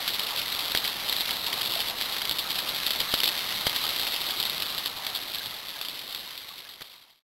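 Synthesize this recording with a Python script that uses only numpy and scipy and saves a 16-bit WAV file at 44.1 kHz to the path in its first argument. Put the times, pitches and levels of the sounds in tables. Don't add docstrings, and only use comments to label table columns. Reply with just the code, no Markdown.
import sys
import numpy as np
from scipy import signal
from scipy.io import wavfile
from scipy.ndimage import uniform_filter1d, map_coordinates

SR = 44100
rng = np.random.default_rng(int(sys.argv[2]) if len(sys.argv) > 2 else 0)


def digitize_waveform(pressure):
    field = np.atleast_2d(pressure).T
    bounded = np.clip(field, -1, 1)
    quanta = np.round(bounded * 32767).astype(np.int16)
    wavfile.write(sys.argv[1], SR, quanta)


N = 322812
TIME = np.arange(N) / SR

# (frequency [Hz], relative level [dB])
WASH_COLOUR = [(15, -9), (35, -12.5), (100, -6.5), (220, -5), (420, -4.5), (750, 0.5), (1250, 1.5),
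               (1520, -3), (2100, -0.5), (2600, -1.5), (3400, -3.5), (4000, 7), (4400, -48), (6000, -83)]
# (frequency [Hz], relative level [dB])
TICK_COLOUR = [(100, -31.5), (1500, -19.5), (2300, -14), (2600, -9.5), (2900, -5.5), (3400, 1), (3700, 2.5),
               (3900, 1.5), (4100, -18), (4400, -31.5), (6000, -69)]
# (frequency [Hz], relative level [dB])
SPLAT_COLOUR = [(40, -33.5), (300, -12), (900, -11.5), (1500, -1.5), (2200, 6), (2650, -8.5), (3300, 14),
                (4400, -45.5), (6000, -68.5)]
# (middle time [s], change in level [dB])
LULLS = [(0.47, -3.5), (0.66, -1), (1.41, -4), (1.95, -6), (2.45, -5), (2.63, -4.5), (4.35, -0.5),
         (4.94, -7.5), (5.27, -2.5), (5.63, -4.5)]
# (time [s], level against the patter [dB])
PUDDLE_LEVEL = [(0, -13), (2.6, -13.5), (3.0, -8.5), (3.7, -9.5), (4.2, -11.5), (5.0, -16), (7.2, -7)]
# (time [s], starting pitch [Hz], level [dB])
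BUBBLES = [(1.472, 940, -33), (1.574, 753, -33), (1.722, 1025, -35), (1.76, 667, -28.5), (1.79, 872, -32),
           (2.872, 1950, -30), (3.839, 1250, -29), (5.37, 1660, -31), (5.408, 1590, -29),
           (5.527, 1290, -32), (5.76, 1630, -30), (6.271, 996, -29), (6.505, 1127, -26), (6.656, 1690, -32),
           (6.697, 1916, -28)]
# (time [s], peak of the push [dB], length of the push [s])
THUDS = [(0.7499, -10, 0.00046), (2.3127, -22, 0.00056), (3.1393, -10.5, 0.00055), (3.2345, -18, 0.00033),
         (3.6686, -12.5, 0.0007), (4.859, -22, 0.00042), (6.8097, -11.5, .00035), (6.8176, -9, 0.00034)]
# (time [s], level [dB])
BIG_TICKS = [(0.0775, -20), (0.0869, -33), (0.1946, -22.5), (0.3613, -22), (0.374, -23.5), (0.5945, -28),
             (0.7484, -20), (0.7731, -18), (0.8487, -25), (0.8772, -23), (1.095, -20), (1.125, -19),
             (1.1642, -21.5), (1.207, -20), (1.3084, -20.5), (1.4668, -24), (1.6172, -22), (1.6584, -22),
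             (1.7369, -23), (1.8037, -20.5), (2.0117, -21), (2.2533, -23.5), (2.2939, -20), (2.3113, -19),
             (2.3903, -22), (2.5046, -22.5), (2.5563, -24), (2.588, -21.5), (2.8643, -17.5),
             (2.9063, -19.5), (3.0024, -19), (3.139, -18), (3.2021, -21.5), (3.2333, -21), (3.24, -20),
             (3.2561, -22), (3.2758, -18.5), (3.289, -21), (3.6676, -19), (3.6952, -21.5), (3.7607, -20.5),
             (3.8394, -23), (3.8909, -23.5), (3.9957, -24), (4.0142, -24.5), (4.032, -25), (4.0678, -24.5),
             (4.2655, -23.5), (4.3999, -18.5), (4.4274, -21), (4.4523, -23), (4.4969, -22.5), (4.6215, -20),
             (4.7844, -23.5), (4.8588, -19.5), (5.066, -21.5), (5.15, -21.5), (5.1583, -20.5),
             (5.3459, -20), (5.3838, -21.5), (5.4588, -22), (5.8125, -18.5), (5.8493, -22.5),
             (5.8846, -18.5), (5.9919, -21.5), (6.147, -15.5), (6.3765, -20.5), (6.5907, -22),
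             (6.8187, -15.5)]
# (time [s], level [dB])
BIG_SPLATS = [(0.0858, -26), (0.7491, -22), (0.849, -27), (1.2908, -23), (1.5281, -23), (1.6128, -22.5),
              (2.165, -25.5), (2.217, -21.5), (2.8769, -24.5), (2.9092, -34), (3.0018, -35), (3.1393, -24),
              (3.2344, -21), (3.524, -25), (3.6682, -21), (3.7175, -30), (5.0667, -25), (6.8083, -19)]

WASH_DB, PATTER_DB = -37, -31
LULL_S = 0.03
MIDDLING_PER_S, MIDDLING_SOFTEST_DB, MIDDLING_RANGE_DB = 19, -27.5, 4
SPRAY_LATEST_S, SPRAY_DB = 0.016, -6
HOLD_HZ, EDGE_HZ = 8000, 15780


def gain_of(db):
    return 10 ** (np.asarray(db) / 20)


def evened(x):
    return x / np.sqrt(np.mean(x ** 2) + 1e-20)


def colour_db(colour, hz):
    table_hz, table_db = np.transpose(colour)
    return np.interp(np.log(hz + 1), np.log(table_hz + 1), table_db)


def add(mix, start_s, sound):
    part = mix[max(round(start_s * SR), 0):][:len(sound)]
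    part += sound[:len(part)]


def ring(colour, size=1024):
    hz = abs(np.fft.fftfreq(size, 1 / SR))
    log_gain = np.log(gain_of(colour_db(colour, hz)))
    spectrum = np.exp(np.conj(signal.hilbert(log_gain)))
    return np.fft.ifft(spectrum).real[:size // 2]


def burst(response, decay_s, tail_db, tail_s, size=768):
    t = np.arange(size) / SR
    envelope = np.exp(-t / decay_s) + gain_of(tail_db) * np.exp(-t / tail_s)
    noise = rng.standard_normal(size) * envelope
    sound = np.convolve(noise, response)
    loudest_power = uniform_filter1d(sound ** 2, size=66).max()
    return sound / np.sqrt(loudest_power)


def tick(response, db):
    decay_s = np.interp(db, [-26, -18], [0.0008, 0.0016])
    return gain_of(db) * burst(response, decay_s, tail_db=-16, tail_s=0.0065)


def wash(patchy_db=1.92, size=1024):
    hz = np.fft.rfftfreq(size, 1 / SR)
    real, imag, patches = rng.standard_normal((3, len(hz), 4 * N // size + 5))
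    patches = uniform_filter1d(patches, size=8, axis=0)
    patches = evened(uniform_filter1d(patches, size=8, axis=1))
    level_db = colour_db(WASH_COLOUR, hz)[:, None] + patchy_db * patches
    spectrum = (real + 1j * imag) * gain_of(level_db)
    noise = signal.istft(spectrum, nperseg=size, noverlap=size - size // 4)[1][:N]
    return gain_of(WASH_DB) * evened(noise)


def lulls():
    return gain_of(sum(db * np.exp(-((TIME - s) / LULL_S) ** 2) for s, db in LULLS))


def clumps(per_s, die_s):
    starts = rng.random(N) < per_s / SR
    throws = signal.lfilter([1], [1, -np.exp(-1 / SR / die_s)], starts)
    return evened(throws - throws.mean())


def shower(response, per_s, spread_db, decay_s, count=48):
    chance = rng.random(N)
    size = np.minimum(rng.exponential(1, N), 2)
    shape = rng.integers(0, count, N)
    bursts = [burst(response, decay_s, tail_db=-17, tail_s=0.003) for _ in range(count)]
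    out = np.zeros(N)
    for at in np.flatnonzero(chance < per_s / SR):
        add(out, at / SR, gain_of(spread_db * size[at]) * bursts[shape[at]])
    return evened(out)


def patter(tick_db=-2, flurry_db=1.06):
    handfuls_db = 1.3 * np.minimum(clumps(per_s=150, die_s=0.006), 2)
    flurries = np.minimum(clumps(per_s=50, die_s=0.025), 1.5)
    strength = gain_of(PATTER_DB + handfuls_db + flurry_db * flurries)
    ticks = shower(ring(TICK_COLOUR), per_s=1000, spread_db=2.5, decay_s=0.0005)
    splats = shower(ring(SPLAT_COLOUR), per_s=330, spread_db=6.0, decay_s=0.0011)
    puddle_db = np.interp(TIME, *np.transpose(PUDDLE_LEVEL))
    return strength * (gain_of(tick_db) * ticks + gain_of(puddle_db) * splats)


def middling_drops(count=300):
    bright, out, s = ring(TICK_COLOUR), np.zeros(N), 0
    for wait, size in zip(rng.exponential(1, count), rng.random(count)):
        s += wait / MIDDLING_PER_S
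        add(out, s, tick(bright, MIDDLING_SOFTEST_DB + MIDDLING_RANGE_DB * size))
    return out


def bubbles(t60=0.064, rise_per_s=0.73, swell_s=0.00088):
    t, out = np.arange(SR // 8) / SR, np.zeros(N)
    envelope = (1 - np.exp(-t / swell_s)) * np.exp(-np.log(1000) * t / t60)
    for s, hz, db in BUBBLES:
        cycles = hz * t * (1 + rise_per_s * t / 2)
        add(out, s, gain_of(db) * envelope * np.sin(2 * np.pi * cycles))
    return out


def thuds(rebound=0.04, crack_db=-11):
    body, out = ring(SPLAT_COLOUR), np.zeros(N)
    for s, db, push_s in THUDS:
        u = np.arange(100) / SR / push_s
        swing = np.sin(np.pi * u) * np.where(u < 1, 1, rebound) * (u < 2)
        add(out, s, -gain_of(db) * swing)
        crack = burst(body, decay_s=0.0013, tail_db=-13.5, tail_s=0.009)
        add(out, s + push_s, gain_of(db + crack_db) * crack)
    return out


def near_drops(tick_db=1.5, count=2):
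    bright, body, out = ring(TICK_COLOUR), ring(SPLAT_COLOUR), np.zeros(N)
    for s, db in BIG_TICKS:
        add(out, s, gain_of(tick_db) * tick(bright, db))
        for flight in rng.random(count):
            add(out, s + SPRAY_LATEST_S * flight, tick(bright, db + SPRAY_DB))
    for s, db in BIG_SPLATS:
        add(out, s, gain_of(db) * burst(body, decay_s=0.0016, tail_db=-12, tail_s=0.006))
    return out


def scene():
    near_rain = lulls() * (patter() + middling_drops())
    return (wash() + near_rain + bubbles() + thuds() + near_drops())[None]


def record(dry):
    sound = dry[0] / (1 + (dry[0] / 0.28) ** 6) ** (1 / 6)
    last_sample_s = np.floor(TIME * HOLD_HZ) / HOLD_HZ
    held = map_coordinates(sound, [last_sample_s * SR], order=3)
    fade = np.interp(TIME, [4.18, 7.225], [1, 0])
    low_pass = signal.firwin(511, EDGE_HZ, window=("kaiser", 9), fs=SR)
    return signal.oaconvolve(held * fade, low_pass, "same")[None]


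dry = scene()
out = record(dry)
digitize_waveform(out)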